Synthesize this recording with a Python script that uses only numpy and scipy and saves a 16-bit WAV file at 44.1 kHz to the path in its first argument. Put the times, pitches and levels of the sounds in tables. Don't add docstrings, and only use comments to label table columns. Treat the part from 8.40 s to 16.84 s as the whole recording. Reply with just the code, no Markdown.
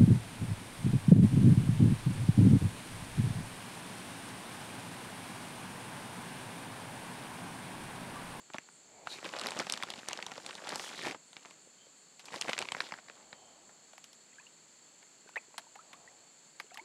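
import sys
import numpy as np
from scipy import signal
from scipy.fft import rfft, irfft, next_fast_len
from scipy.io import wavfile

SR = 44100
rng = np.random.default_rng(int(sys.argv[2]) if len(sys.argv) > 2 else 0)


def materialize(psi):
    bounded = np.clip(np.atleast_2d(psi).T, -1, 1)
    quanta = np.round(bounded * 32767).astype(np.int16)
    wavfile.write(sys.argv[1], SR, quanta)


N = 372204
TIME = np.arange(N) / SR
LEAD_S = .003
# time_s, relative_level_db
HOLD_BOUTS = [
    [(0.67, -60), (0.88, -47), (1.15, -43.5), (1.54, -51.5), (2.15, -49.5), (2.53, -46.5), (2.6, -48),
     (2.72, -65), (2.76, -66)],
    [(3.85, -57.5), (4.1, -42.5), (4.18, -50), (4.33, -52), (4.4, -46.5), (4.59, -56.5)],
]


def bag_snaps(effort, small_per_s=14, small_hz=2600):
    # start_s, crack_hz, crack_db, flap_db
    loud_creases = [(0.101, 2500, -58, -47), (0.1362, 3070, -43.5, -54), (0.144, 1900, -43, -35),
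                    (0.184, 2200, -35, -45), (0.288, 2000, -64, -50.5), (0.6717, 1490, -36, -37.5),
                    (0.7858, 2420, -45, -53), (0.937, 1620, -36.5, -40.5), (0.9649, 2580, -40, -40),
                    (0.988, 4100, -39, -43), (0.996, 3680, -36, -44), (1.0135, 3300, -35.5, -52),
                    (1.0602, 2350, -37, -38), (1.0693, 3760, -32, -36.5), (1.0865, 2750, -37, -38),
                    (1.1072, 4860, -38, -42), (1.1191, 2540, -39, -36), (1.1903, 5100, -34.5, -42),
                    (1.2015, 3930, -36, -31), (1.2686, 3030, -39, -37), (1.2986, 3600, -29, -39.5),
                    (1.3233, 5000, -28.5, -42), (1.3374, 2940, -31, -38), (1.375, 3360, -38, -42.5),
                    (1.4257, 2200, -32, -46), (1.4344, 3800, -34, -32), (1.503, 3800, -34, -40),
                    (1.5383, 2430, -39, -44), (1.6862, 5800, -33, -37), (1.7312, 2690, -32, -41.5),
                    (1.7748, 2900, -39.5, -45), (1.7897, 2000, -49, -36.5), (1.826, 1930, -33.5, -45),
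                    (1.8653, 3830, -36.5, -39.5), (1.9178, 2800, -42, -39), (1.9792, 3120, -43.5, -38.5),
                    (2.0633, 4450, -36.5, -44.5), (2.1527, 4030, -41, -45), (2.2715, 3060, -41.5, -39),
                    (2.292, 4720, -35.5, -50), (2.3577, 4700, -33.5, -35), (2.3965, 2360, -37, -38),
                    (2.669, 1900, -37, -51), (2.711, 2540, -36, -47), (2.746, 1610, -43.5, -39),
                    (2.931, 3220, -50, -56), (2.9673, 2400, -42, -49), (3.0567, 2550, -47.5, -48),
                    (3.109, 3240, -51, -55), (3.884, 2360, -45.5, -49), (3.941, 2230, -42, -34),
                    (4.0126, 4800, -28.5, -40), (4.0215, 2830, -32, -54), (4.0835, 2030, -33.5, -37),
                    (4.0951, 2480, -31, -35), (4.1325, 2180, -27.5, -39.5), (4.1793, 2260, -32, -41),
                    (4.1896, 3340, -29, -41), (4.2168, 2320, -35, -46), (4.2245, 2880, -35, -36),
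                    (4.2541, 2490, -43, -44), (4.2873, 2320, -33.5, -48), (4.3204, 3100, -30, -34),
                    (4.3486, 1850, -34.5, -36), (4.367, 2040, -44, -41), (4.4047, 1720, -26, -36),
                    (4.522, 1890, -37, -36.5), (4.5391, 1650, -39, -44), (4.5865, 1660, -48.5, -47),
                    (4.6848, 2090, -49, -52), (4.6983, 2200, -46.5, -46.5), (4.929, 2180, -44.5, -44)]
    # start_s, pitch_hz, level_db
    thumps_and_dull_snaps = [(0.148, 234, -41), (.185, 280, -44.5), (.673, 1430, -38), (1.202, 260, -41),
                             (1.686, 217, -45), (2.668, 356, -34.5), (2.759, 317, -49), (3.05, 1090, -47.5)]
    out, creases = np.zeros(N), list(loud_creases)
    for bout in HOLD_BOUTS:
        start, end = bout[0][0], bout[-1][0]
        for when, size, force in rng.random((int(small_per_s * (end - start)), 3)):
            s = start + when * (end - start)
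            level_db = 20 * np.log10(effort[int(s * SR)]) + 5 + 6 * (force - .5)
            creases.append((s, small_hz * 2 ** (size - .5), level_db, level_db - 5.5))
    second_bout_s = HOLD_BOUTS[1][0][0]
    for s, *crease in creases:
        add(out, s - LEAD_S, snap(*crease, edge_db=-23.5 if s < second_bout_s else -32))
    for s, hz, level_db in thumps_and_dull_snaps:
        add(out, s - LEAD_S, burst(hz, level_db, q=2.7, scatter=.28, scatter_s=.002, tail_db=-30))
    return out


def snap(crack_hz, crack_db, flap_db, edge_db):
    t = TIME[:SR // 100]
    edge = filtered(rng.standard_normal(len(t)) * np.exp(-t / .0008), [6800, 10500], "band")
    sharpness_db = 7 * np.log2(crack_hz / 3000) + .5 * (crack_db + 35)
    edge = from_db(crack_db + edge_db + sharpness_db) * rms_one(edge)
    flap_hz = 840 * 2 ** (.25 * rng.uniform(-1.25, 1))
    crack = burst(crack_hz, crack_db, q=2.5, scatter=1.6, scatter_s=.0011, tail_db=-24)
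    flap = burst(flap_hz, flap_db, q=1.6, scatter=1.1, scatter_s=.0038, tail_db=-20)
    shove = burst(200, flap_db - 13, q=1.4, scatter=.71, scatter_s=.0036, tail_db=-30)
    out = np.zeros(SR // 10)
    for delay_s, part in [(0, crack), (LEAD_S, edge), (.00043, flap), (.0011, shove)]:
        add(out, delay_s, part)
    return out


def bag_rustle(effort, slide, clump_db=2.5):
    # middle_s, length_s, pitch_hz, width_hz, level_db
    drags = [(.725, 0.049, 3820, 220, -47), (0.724, 0.063, 4260, 400, -49),
             (0.745, 0.065, 2400, 500, -52.5), (2.47, 0.072, 3220, 400, -51.5), (2.585, .1, 3660, 800, -50),
             (2.66, 0.063, 1830, 160, -46), (4.461, 0.048, 3900, 1500, -52)]
    wall = crinkles(per_s=2200, spread_db=5, low_hz=160, high_hz=1153, q=4.35, db_per_octave=.96)
    wall = filtered(filtered(wall, 86, "high"), 1720, "low")
    wrinkles = crinkles(per_s=2200, spread_db=6, low_hz=1410, high_hz=4880, q=4.6, db_per_octave=-5.5)
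    wrinkles = filtered(filtered(wrinkles, 790, "high"), 6700, "low", order=3)
    hiss = grains(per_s=5900, spread_db=4.5)
    hiss = filtered(filtered(hiss, 3340, "high", order=3), 7700, "low", order=3)
    creasing = from_db(.5) * rms_one(wall) + rms_one(wrinkles)
    flicker = rms_one(filtered(rng.standard_normal(N), 70, "low"))
    clumps = rms_one(from_db(clump_db * flicker))
    return swell(drags) + effort * clumps * creasing + slide * rms_one(hiss)


def crinkles(per_s, spread_db, low_hz, high_hz, q, db_per_octave, sizes=14):
    clicks = grains(per_s, spread_db)
    wrinkle = rng.integers(0, sizes, N)
    return sum(from_db(db_per_octave * np.log2(hz / low_hz)) * resonate(clicks * (wrinkle == k), hz, q)
               for k, hz in enumerate(np.geomspace(low_hz, high_hz, sizes)))


def hand(fade_s=.019):
    # middle_s, length_s, effort_db, hiss_db
    strokes = [(0.154, .025, -52, -62), (0.731, 0.11, -56, -53), (0.863, .05, -45.5, -54.5),
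               (0.967, 0.054, -49.5, -62), (1.052, .08, -44.5, -62), (1.196, 0.063, -39.5, -56),
               (1.34, .07, -55, -58), (1.502, 0.049, -50, -65), (1.589, .06, -54, -69),
               (1.71, 0.073, -48.5, -72), (2.094, 0.072, -52, -61), (2.32, 0.14, -45.5, -58),
               (2.43, 0.19, -59, -49), (2.499, 0.028, -48.5, -57), (2.585, 0.054, -49, -54),
               (2.664, .11, -42, -50.5), (3.06, 0.23, -65, -71), (3.955, 0.066, -48.5, -54),
               (4.099, 0.041, -41.5, -60), (4.212, 0.048, -46, -56), (4.412, 0.044, -54.5, -57),
               (4.736, 0.24, -65.5, -77)]
    hold = np.zeros(N)
    for bout in HOLD_BOUTS:
        s, db = np.transpose(bout)
        held = np.clip(1 + np.minimum(TIME - s[0], s[-1] - TIME) / fade_s, 0, 1)
        hold += held * from_db(np.interp(TIME, s, db) - 6)
    effort_power, slide_power = hold ** 2, (from_db(-6.5) * hold) ** 2
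    for s, length_s, effort_db, hiss_db in strokes:
        stroke = np.exp(-np.minimum((2 * (TIME - s) / length_s) ** 2, 50))
        effort_power += (from_db(effort_db) * stroke) ** 2
        slide_power += (from_db(hiss_db) * stroke) ** 2
    return np.sqrt(effort_power), np.sqrt(slide_power)


def splashes(hollow_hz=840, droplets=6):
    # start_s, spray_hz, spray_db, hollow_db, spatter_s
    slaps = [(3.795, 3000, -46, -53, 0.014), (3.856, 4830, -45, -55, 0.0079), (5.292, 2500, -66, -53, .005),
             (5.533, 3000, -57, -50, 0.0018), (5.58, 2150, -48.5, -52, .001),
             (5.642, 3100, -46, -68, .0017), (5.731, 4730, -52.5, -62, .001),
             (6.628, 2000, -55, -58.5, .004), (6.890, 2540, -54, -51, .003),
             (6.9588, 2200, -46.5, -48, 0.0021), (6.9661, 2600, -49.5, -35.5, .006),
             (7.141, 1800, -65, -49.5, .007), (7.1802, 3800, -36, -36.5, 0.0047),
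             (7.195, 1900, -50, -60, .003), (7.356, 2200, -50.5, -49.5, .005),
             (7.5313, 2280, -45.5, -49, 0.0045), (8.1994, 2200, -37, -38, 0.003),
             (8.344, 4800, -47, -68, .005), (8.3735, 1880, -40, -52, 0.0066)]
    out, t = np.zeros(N), TIME[:SR // 10]
    for s, spray_hz, spray_db, hollow_db, spatter_s in slaps:
        spray = burst(spray_hz, spray_db, q=1.7, scatter=1.3, scatter_s=spatter_s, tail_db=-14)
        hollow = burst(hollow_hz, hollow_db, q=2.1, scatter=2, scatter_s=spatter_s, tail_db=-22)
        mist = filtered(rng.standard_normal(len(t)) * np.exp(-t / .006), [8800, 12000], "band")
        mist_db = spray_db - 7 + 3 * np.log2(spray_hz / 3000)
        add(out, s - LEAD_S, spray)
        add(out, s - LEAD_S + .001635, hollow)
        add(out, s, from_db(mist_db) * mist)
        for delay, size, force in rng.random((droplets, 3)):
            drop_hz = 600 * 6 ** size
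            add(out, s + .16 * delay, bubble(drop_hz, spray_db - 13.5 - 10 * force, 6 / drop_hz))
    return out


def gulp(start_s=6.9584, length_s=.0191, start_hz=1800, fade_db=6):
    out, t = np.zeros(N), TIME[:SR // 10]
    hz = start_hz * 2 ** (.4 * np.minimum(t / length_s, 1.1) ** 2)
    note = np.sin(2 * np.pi * np.cumsum(hz) / SR)
    pushes = np.zeros(len(t))
    for progress in np.linspace(0, 1, 5):
        age_s = t - progress * length_s
        pushes += from_db(-fade_db * progress) * (age_s >= 0) * np.exp(-np.abs(age_s) / .0036)
    add(out, start_s, from_db(-28.5) * filtered(pushes, 500, "low") * note)
    return out


def fish_bubbles(per_stir=6, low_hz=1405, high_hz=3300):
    # start_s, pitch_hz, level_db, decay_s
    large_bubbles = [(3.273, 480, -46.5, 0.0026), (3.468, 500, -48, 0.0031), (5.984, 1595, -45, .009),
                     (5.997, 2430, -49, .0055), (5.999, 965, -56, .014), (6.067, 2750, -45, 0.0045),
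                     (6.861, 413, -48.5, 0.0047), (6.875, 1500, -49.5, .004), (7.083, 393, -52, .005),
                     (7.355, 755, -52.5, 0.027), (7.391, 1230, -45, 0.0095), (7.539, 1064, -47, 0.0087),
                     (7.676, 1860, -45, .0067), (8.243, 400, -52, .008), (8.317, 680, -48, .012),
                     (8.345, 1830, -48, .005), (8.357, 1120, -43.5, 0.0039), (8.3865, 836, -41, 0.012),
                     (8.395, 2130, -37.5, .0047), (8.414, 330, -52, .012)]
    # middle_s, length_s, level_db
    stirs = [(5.97, .12, -56), (6.909, 0.077, -56), (8.351, .11, -51)]
    out = np.zeros(N)
    for s, hz, level_db, decay_s in large_bubbles:
        add(out, s, bubble(hz, level_db, decay_s))
    for s, length_s, level_db in stirs:
        for when, size, force in rng.random((per_stir, 3)):
            hz = low_hz * (high_hz / low_hz) ** size
            add(out, s + length_s * (when - .5), bubble(hz, level_db + 6 * (force - .5), 7 / hz))
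    return out


def bubble(start_hz, level_db, decay_s, octaves_per_s=11):
    t = TIME[:SR // 10]
    phase = 2 * np.pi * np.cumsum(start_hz * 2 ** (octaves_per_s * t)) / SR
    fade_in = 1 - np.exp(-t / .00045)
    return from_db(level_db) * np.sin(phase) * np.exp(-t / decay_s) * fade_in


def bank_echo(x, level_db, decay_s):
    t = TIME[:SR // 3]
    tail = rng.standard_normal(len(t)) * np.exp(-t / decay_s) * (t > .005)
    tail = filtered(tail, 3500, "low", order=1)
    return from_db(level_db) * signal.fftconvolve(x, tail / np.linalg.norm(tail))[:N]


def insects():
    # pitch_hz, width_hz, level_db
    crickets = [(4410, 310, -70.5), (6410, 91, -73.5), (7180, 510, -64), (7670, 460, -68.5)]
    # middle_s, level_db
    buzzes = [(.34, -68), (2.14, -66), (2.90, -69), (3.25, -72), (3.60, -72)]
    chorus = sum(from_db(db) * narrow_noise(hz, width_hz) for hz, width_hz, db in crickets)
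    return chorus + swell([(s, .08, 8680, 220, db) for s, db in buzzes])


def open_air(hush_db=-65):
    # pitch_hz, relative_level_db
    hush_shape = [(25, -16), (60, -30), (100, -11), (160, 2.5), (350, 0), (700, -1.5), (1200, -4),
                  (2200, -5), (3500, -6), (5500, -11), (9000, -16.5), (12000, -24.5), (16000, -34)]
    # middle_s, length_s, pitch_hz, width_hz, level_db
    far_swells = [(0.64, 0.31, 650, 427, -59), (0.612, 0.22, 2250, 250, -69), (3.43, 0.084, 3150, 110, -66),
                  (5.015, 0.75, 670, 450, -63.5), (5.026, 0.22, 3130, 140, -68),
                  (7.63, 0.48, 704, 400, -65)]
    hz, db = np.transpose(hush_shape)
    hush = shaped_noise(lambda f: from_db(np.interp(np.log(f), np.log(hz), db)))
    return from_db(hush_db) * hush + swell(far_swells)


def burst(hz, level_db, q, scatter, scatter_s, tail_db):
    t = TIME[:SR // 14] - LEAD_S
    build_up = .5 * np.exp(-np.abs(t) / .00049)
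    die_away = np.exp(-np.abs(t) / scatter_s) + from_db(tail_db) * np.exp(-np.abs(t) / .013)
    push = rng.standard_normal(len(t)) * np.where(t < 0, build_up, die_away)
    push *= scatter / np.linalg.norm(push)
    push[int(LEAD_S * SR)] += rng.choice([-1, 1])
    upper_hz = min(hz * rng.uniform(1.3, 3.05), 7800)
    sound = resonate(push, hz, q) + .32 * resonate(push, upper_hz, 2 * q)
    sound = filtered(sound, hz * .17, "high", order=1)
    sound = filtered(sound, min(hz * 2.5, 8400), "low", order=3)
    return from_db(level_db) * sound / np.linalg.norm(sound) * np.sqrt(.003 * SR)


def grains(per_s, spread_db):
    sizes = from_db(spread_db * np.minimum(rng.exponential(1, N), 4))
    return sizes * rng.choice([-1, 1], N) * (rng.random(N) < per_s / SR)


def swell(rows):
    out = np.zeros(N)
    for middle_s, length_s, hz, width_hz, level_db in rows:
        t = TIME[np.abs(TIME - middle_s) < 2 * length_s]
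        loudness = from_db(level_db) * np.exp(-(2 * (t - middle_s) / length_s) ** 2)
        add(out, t[0], loudness * narrow_noise(hz, width_hz, count=len(t)))
    return out


def narrow_noise(centre_hz, width_hz, count=N):
    return shaped_noise(lambda hz: 1 / (1 + ((hz - centre_hz) / (.75 * width_hz)) ** 2), count)


def shaped_noise(gain_at, count=N):
    size = next_fast_len(count)
    hz = np.maximum(np.arange(size // 2 + 1) * SR / size, 1)
    return rms_one(irfft(rfft(rng.standard_normal(size)) * gain_at(hz), size)[:count])


def resonate(x, hz, q):
    return signal.lfilter(*signal.iirpeak(min(hz, SR / 4), max(q, .6), fs=SR), x)


def filtered(x, hz, kind, order=2):
    sections = signal.butter(order, np.clip(hz, 10, .45 * SR), kind, fs=SR, output="sos")
    return signal.sosfilt(sections, x + 1e-18)


def add(out, s, sound):
    i = int(s * SR)
    out[i:i + len(sound)] += sound[:max(N - i, 0)]


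def rms_one(x):
    return x / np.sqrt(np.mean(x ** 2) + 1e-20)


def from_db(db):
    return 10 ** (np.asarray(db) / 20)


def scene():
    effort, slide = hand()
    near = bag_snaps(effort) + bag_rustle(effort, slide) + splashes() + fish_bubbles() + gulp()
    return (near + bank_echo(near, level_db=-29.5, decay_s=.038) + insects() + open_air())[None]


def record(dry, cutoff_hz=15900):
    thin = filtered(dry, 47, "high", order=1)
    bright = thin + .22 * resonate(thin, 9230, q=17)
    return signal.sosfilt(signal.ellip(10, .1, 80, cutoff_hz, fs=SR, output="sos"), bright)


dry = scene()
out = record(dry)
materialize(out)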